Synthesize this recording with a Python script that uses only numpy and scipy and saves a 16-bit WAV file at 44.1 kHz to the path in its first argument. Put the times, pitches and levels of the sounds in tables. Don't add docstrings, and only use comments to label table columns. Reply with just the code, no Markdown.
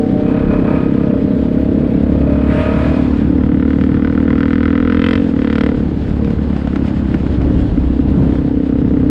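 import sys
import numpy as np
from scipy import signal
from scipy.fft import rfft, irfft, next_fast_len
from scipy.io import wavfile
from scipy.ndimage import uniform_filter1d, minimum_filter1d, map_coordinates

SR = 44100
rng = np.random.default_rng(int(sys.argv[2]) if len(sys.argv) > 2 else 0)


def int16_out(signal):
    q = np.round(np.clip(np.atleast_2d(signal).T, -1, 1) * 32767)
    wavfile.write(sys.argv[1], SR, q.astype(np.int16))


N = 401297
TIME = np.arange(N) / SR

TRIPS = [.0021, .0062, .0099, .0135, .0171]
# peak_s, rise_db
SURGES = [(3.44, 5), (3.54, 6.5), (3.63, 13), (3.721, 10.5), (3.83, 6), (3.95, 5), (4.071, 8), (4.19, 6.5),
          (4.315, 7.5), (4.42, 3), (4.545, 4), (4.66, 6), (4.78, 4.5), (4.92, 3)]
SURGE_HALF_S = 0.037
# pitch_hz, gain_db
BARK = [(400, -25.5), (830, -20.5), (980, -2.5), (1090, -4), (1200, -2), (1380, 5), (1510, 2), (1660, -5),
        (1770, 0), (1900, -0.5), (2030, -0.5), (2180, -4), (2360, -7), (2450, -10.5), (2700, -16.5),
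        (2850, -8.5), (3300, -13), (3800, -22.5), (5300, -29.5), (6300, -48.5), (8200, -48), (11000, -64.5),
        (16500, -91.5)]


def amp(db):
    return 10 ** (np.asarray(db) / 20)


def unit(x):
    return x / np.sqrt(np.mean(x ** 2) + 1e-20)


def curves(rows):
    s, *cols = np.transpose(rows)
    return [np.interp(TIME, s, c) for c in cols]


def bump(t, peak_s, half_s):
    return np.exp(-((t - peak_s) / half_s) ** 2)


def wobble(rate):
    points = rng.standard_normal(int(N * rate / SR) + 4)
    return map_coordinates(points, [np.arange(N) * rate / SR])


def filtered(x, response):
    m = next_fast_len(N + SR // 2)
    return irfft(rfft(x, m) * response(np.fft.rfftfreq(m, 1 / SR)), m)[..., :N]


def colour(points):
    f, db = np.transpose(points)
    return lambda hz: amp(np.interp(np.log(hz + 1), np.log(f + 1), db))


def causal(points):
    def response(hz):
        cep = irfft(np.log(colour(points)(hz) + 1e-6))
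        cep[1:len(cep) // 2] *= 2
        cep[len(cep) // 2 + 1:] = 0
        return np.exp(rfft(cep))
    return response


def tube(modes, muffle_hz):
    def response(f):
        rings = 0
        for centre, width, db in modes:
            once = 1j * f * width / (centre * centre - f * f + 1j * f * width)
            rings = rings + amp(db) * once ** 3
        return rings / (1 + 1j * f / muffle_hz) ** 4
    return response


def firings(cycles, jitter_s, uneven_db):
    at = np.flatnonzero(np.diff(np.floor(cycles)))
    luck = rng.standard_normal((len(at), 2))
    size = amp(np.broadcast_to(uneven_db, N)[at] * luck[:, 0])
    shift = np.round(np.broadcast_to(jitter_s, N)[at] * SR * luck[:, 1]).astype(int)
    return np.bincount(np.clip(at + shift, 0, N - 1), size, N)


def puffs(pulses, t60):
    t = np.arange(SR // 20) / SR
    return signal.fftconvolve(pulses, amp(-60 * t / t60))[:N] * rng.standard_normal(N)


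def rush(spectrum, patchy_db):
    z = signal.stft(rng.standard_normal(N), nperseg=512)[2]
    patches = uniform_filter1d(rng.standard_normal(z.shape), 6, 0)
    patches = unit(uniform_filter1d(patches, 10, 1))
    noise = signal.istft(z * amp(patchy_db * patches), nperseg=512)[1][:N]
    return unit(filtered(noise, colour(spectrum)))


def leaning(x, lean, pivot_hz, wander=0):
    tilted = filtered(x, lambda f: np.tanh(2 * np.log((f + 1) / pivot_hz)))
    return x + np.clip(curves(lean)[0] + wander, -1, 1) * tilted


def own_bike():
    # start_s, firings_per_s
    firing = [(0.0, 31.78), (0.8, 33.32), (1.6, 34.16), (1.8, 34.61), (3.0, 35.95), (3.2, 35.9),
              (4.6, 40.22), (4.97, 42.06), (5.11, 44.26), (5.17, 44.78), (5.2, 48.3), (5.22, 45.2),
              (5.24, 41.5), (5.26, 44.81), (5.39, 36.15), (5.67, 37.29), (5.75, 35.84), (6.35, 35.86),
              (6.55, 34.63), (6.95, 34.16), (7.95, 32.18), (8.15, 33.82), (8.35, 32.32), (9.1, 32.81)]
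    # start_s, thump_db, upper_part_over_thump_db, crank_hum_db
    exhaust = [(0, -13, -10.5, -45), (1.1, -13.5, -12, -27.5), (2.36, -13.5, -14, -15.5),
               (2.61, -18, -12.5, -18.5), (3.1, -13, -19.5, -19), (3.6, -13.5, -14.5, -18.5),
               (4.5, -13, -14, -19), (5.09, -13.5, -9.5, -18), (5.3, -15, -13.5, -21.5),
               (5.67, -13.5, -9, -21.5), (6, -24.5, -15, -21), (6.12, -19.5, -13.5, -16),
               (6.28, -13.5, -10.5, -19.5), (6.42, -18, -13.5, -17), (6.7, -16, -20.5, -19.5),
               (6.89, -17, -26, -22), (7.2, -17.5, -18.5, -17.5), (7.5, -16, -21, -16),
               (7.8, -18, -20, -15.5), (8.11, -19, -16.5, -14), (8.54, -14.5, -13, -22.5),
               (9.1, -12.5, -16.5, -19.5)]
    # start_s, opening (0-1)
    throttle = [(0, .5), (2.9, .5), (3.35, 1), (5.7, 1), (5.9, 0), (7.35, 0), (7.45, .25), (8.2, .25),
                (8.4, .7), (9.1, .7)]
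    # opening (0-1), firing_scatter_db, then five relative sizes, one per arrival
    returns = [(0, 1.3, -.1, -1, -.2, 0, 0), (.25, 1.3, .6, 1, .4, .1, .1), (.5, .75, .55, 1, .08, .1, .2),
               (.7, .6, .65, 1, .18, .3, .2), (1, .5, .67, 1, .45, .08, .1)]
    # thump_s, change_db
    stumbles = [(6.174, -7), (6.362, -9.5), (6.507, 3), (6.592, -4), (6.738, 0.5), (6.766, 4),
                (7.028, -3.5), (7.147, 7), (7.175, -6.5), (7.294, -10.5), (7.355, -4.5), (7.45, -0.5),
                (7.54, -5.5), (7.567, -5), (7.693, -15.5), (7.724, -6.5), (7.754, -10.5), (7.783, 6.5),
                (7.813, -4.5), (7.843, 2), (7.935, -2), (7.997, 9.5), (8.027, -3.5), (8.178, -6)]

    rate = curves(firing)[0]
    cycles = np.cumsum(rate) / SR - .22 + .006 * rate
    snatch, snatch_lag_s = .018, .03
    cycles = cycles + sum(snatch * bump(TIME, s + snatch_lag_s, SURGE_HALF_S) for s, _ in SURGES)

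    opening, *settings = np.transpose(returns)
    throttle_now = curves(throttle)[0]
    uneven_db, *sizes = (np.interp(throttle_now, opening, column) for column in settings)
    blows = firings(cycles, .00004 * uneven_db ** 2, uneven_db)
    thump_at = TIME + TRIPS[2]
    blows = blows * amp(sum(db * (abs(thump_at - s) < .013) for s, db in stumbles))

    thump_db, upper_db, crank_db = curves(exhaust)
    hum_phase = 4 * np.pi * cycles + 2.0 + 0.18 * wobble(17)
    hum = amp(crank_db + 0.46 * wobble(3.6)) * np.sin(hum_phase)
    thump = exhaust_thump(blows, sizes, uneven_db, upper_db)
    return amp(thump_db) * thump + hum + exhaust_crack(blows, thump_at, uneven_db)


def exhaust_thump(blows, sizes, uneven_db, upper_db):
    # pitch_hz, gain_db
    pipe = [(40, -120), (70, -36), (110, -5.5), (160, -2), (210, 1), (270, -0.5), (330, -0.5), (400, -26.5),
            (520, -68.5), (800, -120)]
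    upper = [(200, -120), (300, -41.5), (375, -6.5), (425, 17), (470, 16.5), (515, 8.5), (560, -4.5),
             (600, -7), (640, -2.5), (900, -71.5), (1400, -120)]
    # start_s, lean
    thump_lean = [(0, -0.14), (3, 0.45), (5.7, -0.097), (6.2, -1.5), (6.7, -1.2), (7.1, -0.54),
                  (7.401, 0.6), (8.1, 0.82), (8.499, 0.98), (9.1, 0.64)]

    gas = unit(blows) + .05 * unit(puffs(blows, t60=.03))
    sizes = sizes / np.linalg.norm(sizes, axis=0)
    train = sum(np.roll(size * gas, round(s * SR)) for s, size in zip(TRIPS, sizes))
    low, high = (unit(filtered(train, colour(lobe))) for lobe in (pipe, upper))
    wander = 0.87 * np.clip(uneven_db - .5, 0, 1) * wobble(20)
    return leaning(low, thump_lean, pivot_hz=247, wander=wander) + amp(upper_db) * high


def exhaust_crack(blows, thump_at, uneven_db):
    # start_s, crack_db, treble_db, knock_db
    crack_levels = [(0, -47, 0, -63.5), (3.25, -52.5, -6, -64), (3.44, -37, -3, -42),
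                    (3.6, -43.5, -9.5, -52), (3.8, -37.5, 3, -40.5), (4.15, -34.5, -7, -65),
                    (4.25, -36, -9.5, -39), (4.42, -30, -2, -46), (4.6, -32, -2, -56),
                    (4.75, -29.5, -9, -49), (4.97, -28, -3.5, -52), (5.06, -27, 2, -39),
                    (5.16, -31, 6.5, -44), (5.2, -37.5, 3.5, -54), (5.29, -42.5, 2, -51),
                    (5.4, -33.5, 2.5, -40), (5.5, -30, 2.5, -36), (5.62, -31, 7, -31),
                    (5.68, -31.5, 4.5, -34), (5.75, -37.5, -2, -45), (5.85, -47.5, -6, -58),
                    (6.3, -40.5, -15, -56), (7.2, -42, -3, -67), (7.6, -44, 5, -64), (8.2, -49.5, 0, -56),
                    (8.35, -37.5, 7, -49), (8.5, -47, -7, -44), (8.75, -42, -3, -46), (9.1, -41, -4, -50)]
    # gain (multiplier), delay_s
    pipe_echo = [(1, 0), (.3, .00394), (.12, .00788)]
    # pitch_hz, gain_db
    spit_tone = [(2500, -61.5), (3600, 3), (4800, 0.5), (5500, -5.5), (6300, -15.5), (8300, -13),
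                 (9500, -23), (11500, -28.5), (16500, -67.5)]
    # pitch_hz, width_hz (of one pass), relative_db
    knock_modes = [(630, 580, 0)]
    shell_modes = [(1416, 300, 2.5), (1770, 340, -1.5), (2026, 130, -3)]
    sizzle_modes = [(2320, 290, 0), (2617, 200, 2.5), (3080, 350, 2), (3570, 250, -1.5)]
    # start_s, level_db
    sizzling = [(0, -20), (3.6, -20), (4.3, -23), (4.7, -19.5), (4.95, -16), (5.05, -4), (5.17, -3.5),
                (5.3, -16), (5.6, -10), (5.8, -19.5), (9.1, -21)]

    def echoes(f):
        return sum(g * np.exp(-2j * np.pi * f * s) for g, s in pipe_echo)

    turbulence = puffs(np.roll(blows, round(0.00063 * SR)), t60=0.036)
    crack = unit(filtered(blows, echoes)) + 0.5 * unit(turbulence)
    crack = unit(filtered(crack, causal(BARK)))
    dull = filtered(crack, lambda f: 1 / (1 + 1j * f / 2600) ** 2)

    crack_db, treble_db, knock_db = curves(crack_levels)
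    crack_db = crack_db + sum(db * bump(thump_at, s, SURGE_HALF_S) for s, db in SURGES)
    crack_db += (uneven_db - .35) * wobble(30)
    steep = np.clip((crack_db + 42) / 14, 0, 1.4)
    bright = steep * amp(treble_db)

    spit = puffs(np.roll(blows, round(0.0022 * SR)), t60=0.019)
    spit = unit(filtered(spit, colour(spit_tone)))
    edge = crack - dull + amp(-24) * bright * spit
    knock = unit(filtered(blows, tube(knock_modes, muffle_hz=3000)))
    rattle = unit(filtered(puffs(blows, t60=0.15), tube(shell_modes, muffle_hz=9000)))
    sizzle = unit(blows) + .5 * unit(puffs(blows, t60=0.032))
    sizzle = unit(filtered(sizzle, tube(sizzle_modes, muffle_hz=9000)))
    body = dull + amp(-16) * rattle + amp(curves(sizzling)[0]) * sizzle
    return amp(knock_db) * knock + amp(crack_db) * (body + bright * edge)


def second_bike():
    # start_s, drone_db, snarl_db
    beside = [(0, -43, -74), (.3, -26.5, -35.5), (.45, -35, -38), (.55, -23, -30.5), (.63, -32.5, -39),
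              (.7, -24.5, -30), (.79, -30, -32.5), (.86, -38, -41), (1.1, -23.5, -38.5), (1.2, -30, -46),
              (1.75, -29.5, -52), (2.1, -27.5, -47), (2.3, -23, -40.5), (2.45, -29.5, -36.5),
              (2.55, -23, -32.5), (2.79, -23, -31), (2.99, -26, -37), (3.06, -35, -44.5), (3.3, -65.5, -50),
              (3.6, -87, -75)]
    # start_s, cycles_per_s
    beside_rate = [(0, 35), (.25, 35.7), (.44, 37.1), (.48, 35.1), (.85, 38.2), (1.1, 28), (1.8, 31.1),
                   (2.15, 33.4), (2.88, 40), (3.01, 41), (3.3, 36)]
    cylinders = [(0, 1), (.242, .5), (.484, .2), (.726, .1)]
    # pitch_hz, width_hz (of one pass), relative_db
    drone_modes = [(454, 110, -2), (597, 150, -3)]
    snarl_modes = [(807, 140, -8), (903, 72, -4), (1007, 96, 0), (1116, 93, -2.5), (1249, 80, -3.5),
                   (1428, 170, -2.5), (1676, 68, -4.5), (1900, 150, -11.5), (2010, 47, -14.5),
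                   (2320, 110, -4.5), (2512, 120, -3.5)]
    # pitch_hz, gain_db
    rasp_tone = [(400, -57), (800, 4), (1050, -2), (1450, -1), (2000, -5.5), (2500, -9.5), (3200, -13.5),
                 (4500, -23), (5500, -36.5), (6500, -43.5), (7800, -38), (10000, -39.5), (13000, -53.5),
                 (16500, -110)]

    drone_db, snarl_db = curves(beside)
    cycles = np.cumsum(curves(beside_rate)[0]) / SR
    blows = sum(size * firings(cycles - share, .00003, 1.2) for share, size in cylinders)
    scatter_t60_s = 0.098
    scatter = rng.standard_normal(SR // 20) * amp(-60 * np.arange(SR // 20) / SR / scatter_t60_s)
    spread = signal.fftconvolve(blows, scatter)[:N]
    drone = unit(filtered(spread, tube(drone_modes, muffle_hz=3980)))
    snarl = unit(filtered(spread, tube(snarl_modes, muffle_hz=3980)))
    rasp = unit(filtered(puffs(blows, t60=0.073), colour(rasp_tone)))
    rasp_db = -36.5 + 0.32 * (snarl_db + 33)
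    return amp(drone_db) * drone + amp(snarl_db) * snarl + amp(rasp_db) * rasp


def fading_hum():
    # start_s, pitch_hz, level_db
    whine = [(0, 150.2, -27.5), (.3, 151.2, -30), (.45, 158.7, -31.5), (.55, 152, -64)]
    hz, db = curves(whine)
    turn = 2 * np.pi * np.cumsum(hz) / SR
    overtones = amp(3.5) * np.sin(3 * turn) + np.sin(4 * turn) + amp(-5) * np.sin(5 * turn)
    return amp(db + 2 * wobble(20)) * overtones


def air():
    # start_s, buffet_db, roar_db
    air_levels = [(0, -31.5, -17.5), (.5, -23, -17), (.85, -33, -16), (2.38, -30, -18), (2.76, -31, -17.5),
                  (3.5, -31.5, -18), (5, -28, -23.5), (5.64, -32, -20), (6.1, -26, -18), (6.5, -31, -19.5),
                  (7, -31, -18), (7.3, -28, -17), (7.67, -19.5, -17.5), (8.25, -31, -15), (8.62, -32, -19),
                  (9.1, -29.5, -17)]
    # pitch_hz, gain_db
    buffet_tone = [(8.8, -44), (15, -10), (37, 1), (54, -0.5), (70, 1), (91, -29), (150, -120)]
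    roar_tone = [(29, -36.5), (50, -8.5), (81, -2), (120, -2.5), (180, -0.5), (245, -5), (305, -4.5),
                 (360, -13), (600, -22), (800, -54), (1300, -120)]
    tyre_tone = [(200, -41), (400, 0.5), (600, -4), (900, -9.5), (1300, -16.5), (2000, -28), (3000, -61.5)]
    hiss_tone = [(750, -57), (1500, 3.5), (2200, -1.5), (3300, -3.5), (4200, -9), (5100, -13),
                 (5800, -20.5), (7000, -21), (8500, -25.5), (10000, -33.5), (12500, -68.5), (15000, -84),
                 (16500, -110)]
    # start_s, lean
    roar_lean = [(0, 0.26), (1.5, 0.22), (2.699, -0.18), (5, 0.13), (6.2, -0.086), (7, -0.12),
                 (8.2, -0.051), (9.1, -0.19)]
    # peak_s, half_width_s, tyres_up_db, hiss_up_db
    swells = [(0.701, 0.12, 8, 0.5), (2.58, 0.062, 1.5, 3.5), (2.898, 0.24, 5.5, 7.5),
              (5.271, 0.085, 2, 2.5), (5.5, 0.62, 0, 2), (7.098, 1, 2.5, 4), (8.3, 0.18, 3.5, 3),
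              (8.8, 0.58, -1, -1.5)]

    buffet_db, roar_db = curves(air_levels)
    tyres_db = -34.5 + sum(up * bump(TIME, s, half) for s, half, up, _ in swells)
    hiss_db = -47 + sum(up * bump(TIME, s, half) for s, half, _, up in swells)
    gust = wobble(6.6)
    roar = leaning(rush(roar_tone, patchy_db=0.47), roar_lean, pivot_hz=149)
    return (amp(buffet_db + 1.3 * wobble(12.0)) * rush(buffet_tone, patchy_db=1)
            + amp(roar_db + 1.3 * gust) * roar
            + amp(tyres_db + 0.82 * gust) * rush(tyre_tone, patchy_db=1.16)
            + amp(hiss_db + 0.24 * gust + 1.5 * wobble(30)) * rush(hiss_tone, patchy_db=1.2))


def thin_hiss():
    # start_s, level_db
    thin = [(0, -81), (.3, -81), (.77, -82), (1.1, -80), (1.25, -75), (1.37, -73.5), (2, -80), (3.2, -90.5),
            (9.1, -110)]
    # pitch_hz, gain_db
    thin_band = [(10500, -29), (11700, -8), (12200, -1), (12700, -5), (13800, -19), (15500, -51.5)]
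    return amp(curves(thin)[0] + 3 * wobble(14)) * rush(thin_band, patchy_db=1)


def truck():
    # start_s, level_db
    wash = [(0, -72.5), (2.4, -56.5), (2.5, -34.5), (2.62, -31), (2.75, -39.5), (2.85, -33), (3, -50.5),
            (3.25, -42), (3.4, -65), (9.1, -71.5)]
    # pitch_hz, gain_db
    truck_tone = [(700, -50.5), (1200, 3), (1700, 3.5), (2500, -2.5), (3300, -11), (4500, -23.5),
                  (6500, -34.5), (8000, -29), (11000, -41.5), (16500, -100)]
    # start_s, lean
    truck_lean = [(0, 0.28), (2.5, 0.32), (2.65, .2), (2.85, -.2), (3.2, -.2), (9.1, -.2)]
    noise = leaning(rush(truck_tone, patchy_db=1.1), truck_lean, pivot_hz=1700)
    return amp(curves(wash)[0]) * noise


def pops():
    # start_s, strength_db
    pop_hits = [(6.2466, -22.5), (6.2743, -27.5), (6.305, -22), (6.565, -22), (6.673, -22), (6.759, -16.5),
                (6.88, -26), (7.1434, -14), (7.265, -22), (7.4158, -22.5), (8.0007, -38)]
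    # pitch_hz, width_hz (of one pass), relative_db
    pop_body = [(300, 200, 6), (720, 250, -10), (1450, 300, -13)]
    puff_tone = [(300, -31.0), (600, 2.5), (1500, -7), (3000, -15.5), (8000, -39.5), (16000, -85.5)]  # Hz, dB

    hits = np.zeros(N)
    for s, db in pop_hits:
        hits[round(s * SR)] = amp(db)
    peak = np.abs(filtered(np.arange(N) == 0, causal(BARK))).max()
    crack = filtered(hits, causal(BARK)) / peak
    puff = filtered(puffs(hits, t60=0.032), colour(puff_tone))
    ring = filtered(hits, tube(pop_body, muffle_hz=4000))
    return amp(26.0) * ring + 0.41 * crack + 4.2 * puff


def scene():
    bikes = own_bike() + second_bike()
    return (bikes + fading_hum() + air() + thin_hiss() + truck() + pops())[None]


def record(dry):
    need = np.minimum(1, .72 / (np.abs(dry) + 1e-9)) ** .8
    gain = uniform_filter1d(minimum_filter1d(need, size=221), size=221)
    return filtered(dry * gain, lambda hz: hz < 15700)


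dry = scene()
out = record(dry)
int16_out(out)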